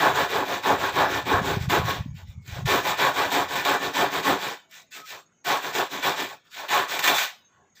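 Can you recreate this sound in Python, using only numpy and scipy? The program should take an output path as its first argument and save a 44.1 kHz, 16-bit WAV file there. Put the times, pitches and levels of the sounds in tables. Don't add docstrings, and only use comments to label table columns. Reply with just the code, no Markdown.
import sys
import numpy as np
from scipy import signal
from scipy.io import wavfile
from scipy.ndimage import uniform_filter1d

SR = 44100
rng = np.random.default_rng(int(sys.argv[2]) if len(sys.argv) > 2 else 0)


def attenuation_scalar(level_db):
    decades = np.asarray(level_db, float) / 20
    return 10 ** decades


def waveform_to_disk(signal):
    frames = np.transpose(np.atleast_2d(signal))
    scaled = np.clip(frames, -1, 1) * 32767
    samples = np.round(scaled).astype(np.int16)
    wavfile.write(sys.argv[1], SR, samples)


N = 343978


def evened(x):
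    return x / np.sqrt(np.mean(x ** 2) + 1e-20)


def read(points, hz):
    f, value = np.transpose(points)
    return np.interp(np.log(hz + 1), np.log(f + 1), value)


def coloured(x, shape, modes=(), size=8192):
    hz = abs(np.fft.fftfreq(size, 1 / SR))
    db = read(shape, hz)
    for mode_hz, width_hz, lift_db in modes:
        db = db + lift_db / (1 + (2 * (hz - mode_hz) / width_hz) ** 2)
    log_gain = np.maximum(db, -100) * np.log(10) / 20
    taps = np.fft.ifft(np.exp(np.conj(signal.hilbert(log_gain)))).real[:size // 2]
    return evened(signal.oaconvolve(x, taps)[:N])


def wander(hz):
    span = int(SR / hz)
    return evened(uniform_filter1d(uniform_filter1d(rng.standard_normal(N), span), span))


def blotches(shape, bins, frames):
    field = rng.standard_normal(shape[::-1]).T
    return evened(uniform_filter1d(uniform_filter1d(field, bins, axis=0), frames, axis=1))


def patchy(x, depth_db, bins, frames):
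    z = signal.stft(x, nperseg=512)[2]
    z = z * attenuation_scalar(depth_db * blotches(z.shape, bins, frames))
    return evened(signal.istft(z, nperseg=512)[1][:N])


def grit(per_s, spread_db):
    size = attenuation_scalar(spread_db * np.minimum(rng.exponential(1, N), 4)) * rng.choice([-1., 1.], N)
    return evened(size * (rng.random(N) < per_s / SR))


# start_s, length_s, bite_db,
# scrape_re_bite_db, pile_re_bite_db
PUSHES = [(-0.038, 0.21, -20, -8, -14), (0.276, 0.21, -24.5, -6.5, -7), (0.622, 0.18, -21.5, -8, -9),
          (0.922, 0.21, -20.5, -9.5, -11), (1.247, 0.2, -22, -9, -7), (1.686, 0.15, -21.5, -5.5, -6.5),
          (2.651, 0.19, -23.5, -2.5, -7.5), (2.968, 0.18, -20.5, -6, -12), (3.3, 0.17, -23.5, -3, -9),
          (3.637, 0.17, -21.5, -5.5, -11), (3.929, 0.19, -24, -3.5, -7.5), (4.225, 0.18, -24, -4, -6),
          (5.442, 0.18, -24, -3.5, -13), (5.727, 0.15, -28, -1.5, -6.5), (6.02, 0.14, -26, -2, -9),
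          (6.678, 0.2, -23, -3.5, -14.5), (7.022, 0.17, -22.5, 0.5, -14.5), (7.14, 0.16, -32, 6, -23.5)]
PULLS = [(0.131, 0.165, -23, -6, -12.5), (0.444, 0.19, -29.5, -3.5, -7.5), (0.772, 0.18, -27.0, -5, -7.5),
         (1.081, 0.16, -27.5, -4, -6.5), (1.413, 0.2, -28.5, -4, -2.5), (1.828, 0.19, -31, -2.5, -8.5),
         (2.823, 0.16, -27, -2.5, -11), (3.125, 0.21, -25.5, -5.0, -11.5), (3.466, 0.24, -31, -0.4, -8),
         (3.781, 0.17, -30.5, -3, -5.5), (4.098, 0.159, -29, -3, -7.5), (4.377, 0.2, -33.5, -0.5, -8),
         (5.599, 0.16, -34, -2, -10.5), (5.888, 0.17, -35.5, 0, -7.9), (6.144, 0.16, -34, 0.6, -4.7),
         (6.865, 0.21, -33, 1.3, -14)]
DRAGS = [(1.588, 0.1, -43, 2.5, -11), (2.136, .13, -56, 2, -16), (2.257, .11, -62.5, 2.5, -14),
         (2.407, 0.12, -65.5, 1, 1), (2.448, .22, -43, -0.5, -9.5), (4.689, 0.17, -58.5, 8.5, -26),
         (4.905, 0.14, -47.5, 4.5, -8), (5.036, 0.2, -44.5, 2, -10.5), (6.238, .15, -44.5, 0, -13),
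         (6.436, 0.091, -71, 5.5, -6), (6.499, .22, -39, -2, -19), (7.42, 0.31, -65, -14, -8.5),
         (7.744, .145, -74, 15, -8)]
START_S, LENGTH_S, BITE_DB, SCRAPE_DB, PILE_DB = np.vstack([PUSHES, PULLS, DRAGS]).T
PILE_FADE_DB_PER_S = 481


def by_kind(push, pull, drag):
    return np.repeat([push, pull, drag], [len(PUSHES), len(PULLS), len(DRAGS)])


def swell_db(level_db, crest, point, fade_db_per_s=240, drag_fade_db_per_s=520):
    t = np.arange(0, N, 32) / SR
    along = np.clip((t - START_S[:, None]) / LENGTH_S[:, None], 0, 1)
    bend = np.log(.5) / np.log(np.clip(crest, .1, .9)).reshape(-1, 1)
    arches = attenuation_scalar(level_db)[:, None] * abs(np.sin(np.pi * along ** bend)) ** np.reshape(point, (-1, 1))
    strokes, drags = np.split(arches, [-len(DRAGS)])
    db = 20 * np.log10([strokes.sum(0) + 1e-5, drags.sum(0) + 1e-5])
    fall_db = np.outer([fade_db_per_s, drag_fade_db_per_s], t)
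    held_db = np.maximum.accumulate(db + fall_db, axis=1) - fall_db
    return np.interp(np.arange(N) / SR, t, held_db.max(0))


def wood_crest():
    return by_kind(.45, .43, .6)


def wood_point():
    return by_kind(1.67, 1.67, 2.6)


def steel_crest():
    return by_kind(0.34, 0.4, 0.41)


def teeth(bite_db):
    teeth_hz = np.clip(190 + 4.0 * (bite_db + 24.5), 60, 400) * attenuation_scalar(1.6 * wander(90))
    passes = np.cumsum(teeth_hz) / SR
    size_db = 1.5 * np.clip(rng.standard_normal(N), -2, 2)
    knocks = np.diff(np.floor(passes), prepend=0) * attenuation_scalar(size_db)
    blows = 0.41 * evened(knocks) + 1.2 * grit(3000, 1.8)
    puff = np.exp(-(passes % 1) / .35)
    return blows, puff


# freq_hz, density_db_per_hz
SLAT = [(150, -78.5), (350, -26.5), (520, -5), (714, -2.5), (1080, -3), (1390, -5), (1700, -4), (2300, -27),
        (3700, -100)]
# freq_hz, width_hz, lift_db
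SLAT_MODES = [(702.7, 37, 6), (856, 70, 4.5), (989, 47, 6), (1099, 27, 9), (1340, 120, -2.5)]


def slat(blows, bite_db):
    return attenuation_scalar(bite_db + 1.04) * patchy(coloured(blows, SLAT, SLAT_MODES), depth_db=1.5, bins=4, frames=9)


# freq_hz, density_db_per_hz
PILE = [(40, -73.5), (90, -25), (140, -6), (242, -7.5), (279, -.5), (318, -5), (367, 0.5), (580, -7),
        (750, -28), (1280, -100)]
# freq_hz, width_hz, lift_db
PILE_MODES = [(280.6, 16, 6.3), (393.5, 27, 5.4), (476, 50, 1.4)]


def pile(blows):
    level_db = swell_db(BITE_DB + PILE_DB, wood_crest(), wood_point(), PILE_FADE_DB_PER_S)
    thud = coloured(blows, PILE, PILE_MODES)
    return attenuation_scalar(level_db + 2.0) * patchy(thud, depth_db=2.5, bins=2, frames=12)


# freq_hz, density_db_per_hz
BLADE = [(400, -83.5), (900, -22.5), (1300, -7.5), (2130, -4), (2400, -4), (2790, -6.5), (3460, -3.5),
         (4100, -8.5), (4800, -16), (8000, -58.5)]
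# freq_hz, width_hz, lift_db
BLADE_MODES = [(1504, 44, 11.9), (1776, 19, 13.5), (1940, 32, 8.5), (2280, 45, 2.2), (2360, 17, 6.7),
               (2437, 81, 4.8), (2710, 12, 1.8), (3450, 12, 8.3), (3400, 14, 1.1), (3680, 39, 5.3),
               (3833, 100, 4.15)]


def blade(puff):
    level_db = swell_db(BITE_DB + SCRAPE_DB, steel_crest(), by_kind(1.51, 1.51, 1.83))
    scrape = coloured((2.7 + .5 * puff) * grit(6000, 2.5), BLADE, BLADE_MODES)
    return attenuation_scalar(level_db + 0.85) * patchy(scrape, depth_db=0.5, bins=5, frames=12)


# freq_hz, density_db_per_hz
RASP = [(1500, -69), (3000, -14), (4200, 0), (4920, 0.5), (7420, -1.5), (8230, -5), (9220, -17.5),
        (11300, -14.5), (12000, -12.5), (13000, -4), (14000, -4), (14800, 3), (15600, -3.5)]
# freq_hz, width_hz, lift_db
RASP_MODES = [(5600, 190, 3.3), (6180, 60, 4.9), (6650, 92, 4.9), (7490, 270, 4.6), (10240, 50, 6.5),
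              (15201, 25, 8)]


def fibres(puff):
    level_db = BITE_DB + by_kind(-6, -6, -5.5) + 1.36 * SCRAPE_DB
    level_db = swell_db(level_db, 0.94 * steel_crest(), 1.4)
    rasp = coloured((1.0 + .5 * puff) * grit(12000, 3.7), RASP, RASP_MODES)
    return attenuation_scalar(level_db + 1.92) * patchy(rasp, depth_db=1.5, bins=12, frames=8)


# at_s, jump_db
LEVEL_JUMPS = [(0.638, -2.5), (.661, 3.5), (.957, 8.5), (1.289, 2), (1.697, 9), (2.475, 5), (2.657, 6.5),
               (2.991, 2), (3.317, 7.5), (3.555, 9.5), (3.65, 12), (4.268, 0), (4.711, 6.5), (4.918, 0),
               (5.451, -5), (5.751, 6), (6.038, -1), (6.695, -6), (6.992, 17), (7.04, 8.5), (7.076, 13),
               (7.181, 12.5), (7.752, 11)]


def jumps_db():
    t, db = np.arange(N) / SR, np.zeros(N)
    for at_s, jump_db in LEVEL_JUMPS:
        db += .5 * jump_db * np.sign(t - at_s) * np.exp(-abs(t - at_s) / 0.0079)
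    return db


# freq_hz, t60_s
HALL = [(200, 0.13), (1000, 0.2), (4000, 0.32), (12000, 0.13)]


def hall(x, wet_db):
    taps = np.zeros(SR // 2)
    at = np.arange(130, len(taps) - 20, 20)
    taps[at + rng.integers(0, 20, len(at))] = rng.choice([-1., 1.], len(at))
    hz, t, z = signal.stft(taps, SR, nperseg=256)
    tail = signal.istft(z * attenuation_scalar(-60 * t / read(HALL, hz)[:, None]), SR, nperseg=256)[1]
    return x + attenuation_scalar(wet_db) * signal.oaconvolve(x, tail / np.linalg.norm(tail))[:N]


def saw():
    bite_db = swell_db(BITE_DB, wood_crest(), wood_point())
    blows, puff = teeth(bite_db)
    contact = slat(blows, bite_db) + pile(blows) + blade(puff) + fibres(puff)
    judder_db = 0.73 * wander(32)
    return hall(attenuation_scalar(judder_db + jumps_db()) * contact, wet_db=-13.0)


# at_s, level_db
DRAUGHT = [
    (0.0, -42),
    (0.06, -53.5),
    (0.09, -33.5),
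    (0.35, -57.5),
    (1.74, -30.5),
    (2.42, -47),
    (2.67, -29),
    (2.83, -52),
    (3.62, -53),
]
# freq_hz, density_db_per_hz
DRAUGHT_COLOUR = [(12, -57), (20, -35.5), (91, 4.5), (147, -2), (211, -8), (296, -47), (336, -56.5),
                  (400, -55.5), (520, -77), (880, -120)]
# start_s, peak_db, pitch_hz
BUFFETS = [(1.335, -22, 101.7), (1.411, -19, 165), (1.565, -18, 148), (1.604, -19.5, 110.7),
           (1.673, -18.5, 116), (1.791, -19, 143.4), (1.84, -33, 84.3), (1.985, -28, 96),
           (1.999, -19.5, 114), (2.056, -24.5, 186), (2.083, -25.5, 117), (2.104, -29, 100),
           (2.142, -31, 125), (2.283, -31, 82.6), (2.37, -32, 114), (2.483, -31, 112.2), (2.516, -28, 84.8),
           (2.558, -33, 102), (2.584, -28, 129), (2.647, -16, 113)]


def draught():
    at_s, level_db = np.transpose(DRAUGHT)
    wind_db = np.interp(np.arange(N) / SR, at_s, level_db, right=-81) - 2
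    shake_db = -48.5 + 0.86 * (BITE_DB + PILE_DB + 34) - 1.1 * (SCRAPE_DB + 4)
    shake_db = swell_db(shake_db, 0.59, 3.5, PILE_FADE_DB_PER_S)
    air = coloured(rng.standard_normal(N) * attenuation_scalar(2.4 * wander(25)), DRAUGHT_COLOUR)
    out = np.hypot(attenuation_scalar(wind_db), attenuation_scalar(shake_db)) * air
    for start_s, peak_db, pitch_hz in BUFFETS:
        turns = np.arange(int(3 * SR / pitch_hz)) * pitch_hz / SR
        push = np.sin(2 * np.pi * turns) * np.exp(-((turns - 1.2) / 0.62) ** 2)
        out[round(start_s * SR):][:len(push)] += attenuation_scalar(peak_db) * push
    return out


# freq_hz, density_db_per_hz
FLOOR = [(30, -28.5), (80, -24), (150, -6), (450, -14.5), (950, -16.5), (1300, -15), (2500, -22.5),
         (5070, -37), (6680, -18), (9240, -49), (15600, -57)]
# freq_hz, width_hz, lift_db
FLOOR_MODES = [(2190, 40, 0.5), (3800, 60, 10.5), (6550, 60, 14.5), (6800, 150, 2.5)]


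def floor():
    hiss = coloured(rng.standard_normal(N), FLOOR, FLOOR_MODES)
    return attenuation_scalar(-68) * patchy(hiss, depth_db=1.0, bins=4, frames=14)


# start_s, end_s, pitch_hz, level_db
RINGS = [(1.989, 2.503, 2280, -73), (2.303, 2.48, 2180, -68), (4.57, 4.729, 2260, -67),
         (4.608, 4.896, 656, -71.5), (4.92, 4.964, 2640, -48), (4.951, 5.07, 1280, -49),
         (5.247, 5.454, 2190, -78), (5.311, 5.443, 6550, -80.5), (6.364, 6.517, 2240, -81),
         (7.31, 7.502, 3800, -69.5), (7.443, 7.5, 6380, -66.5), (7.559, 7.751, 6800, -77),
         (7.044, 7.201, 3513, -31.5)]


def rings():
    out = np.zeros(N)
    for start_s, end_s, pitch_hz, level_db in RINGS:
        t = np.arange(start_s, end_s, 1 / SR)
        sway = uniform_filter1d(rng.standard_normal((2, SR)), 1500, axis=1)[:, :len(t)]
        phase = 2 * np.pi * pitch_hz * t
        tone = (0.07 + sway[0]) * np.cos(phase) + sway[1] * np.sin(phase)
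        swell = signal.windows.tukey(len(t), .4)
        out[round(start_s * SR):][:len(t)] += attenuation_scalar(level_db) * evened(tone) * swell
    return out


def scene():
    mono = saw() + draught() + floor() + rings()
    return np.array([mono, mono])


def low_pass(x):
    return signal.sosfilt(signal.butter(12, 15830, fs=SR, output="sos"), x)


# freq_hz, side_re_mid_db
SIDE_DB = [(60, -74), (180, 0), (550, -12.5), (1650, -17.5), (4970, -13), (15000, -9)]


def record(dry):
    hz, t, z = signal.stft(dry[0], SR, nperseg=512)
    level_db = 10 * np.log10((abs(z[hz > 400]) ** 2).sum(0) + 1e-12)
    quiet = np.clip((-40 - level_db) / 22, 0, 1)
    soft = np.clip((-23 - level_db) / 20, 0, 1)
    streaks = blotches(z.shape, bins=2, frames=18)
    blocks = blotches(z.shape, bins=14, frames=8)
    reach = np.clip((hz[:, None] - 450) / 500, 0, 1)
    top = np.clip((hz[:, None] - 7500) / 1500, 0, 1)
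    gain_db = quiet * reach * (4.7 * streaks + 1.5 * blocks - 2.0) - 2.7 * top * soft
    z = z * attenuation_scalar(gain_db) * (hz[:, None] < 15500)
    moments = blocks[9] > .8
    turn = rng.standard_normal(z.shape[::-1]).T
    side = z * moments * np.exp(2j * turn) * attenuation_scalar(read(SIDE_DB, hz) - 15)[:, None]
    side = signal.istft(side, nperseg=512)[1][:N]
    mid = 0.46 * np.tanh(signal.istft(z, nperseg=512)[1][:N] / 0.44)
    return low_pass(np.array([mid + side, mid - side]))


dry = scene()
out = record(dry)
waveform_to_disk(out)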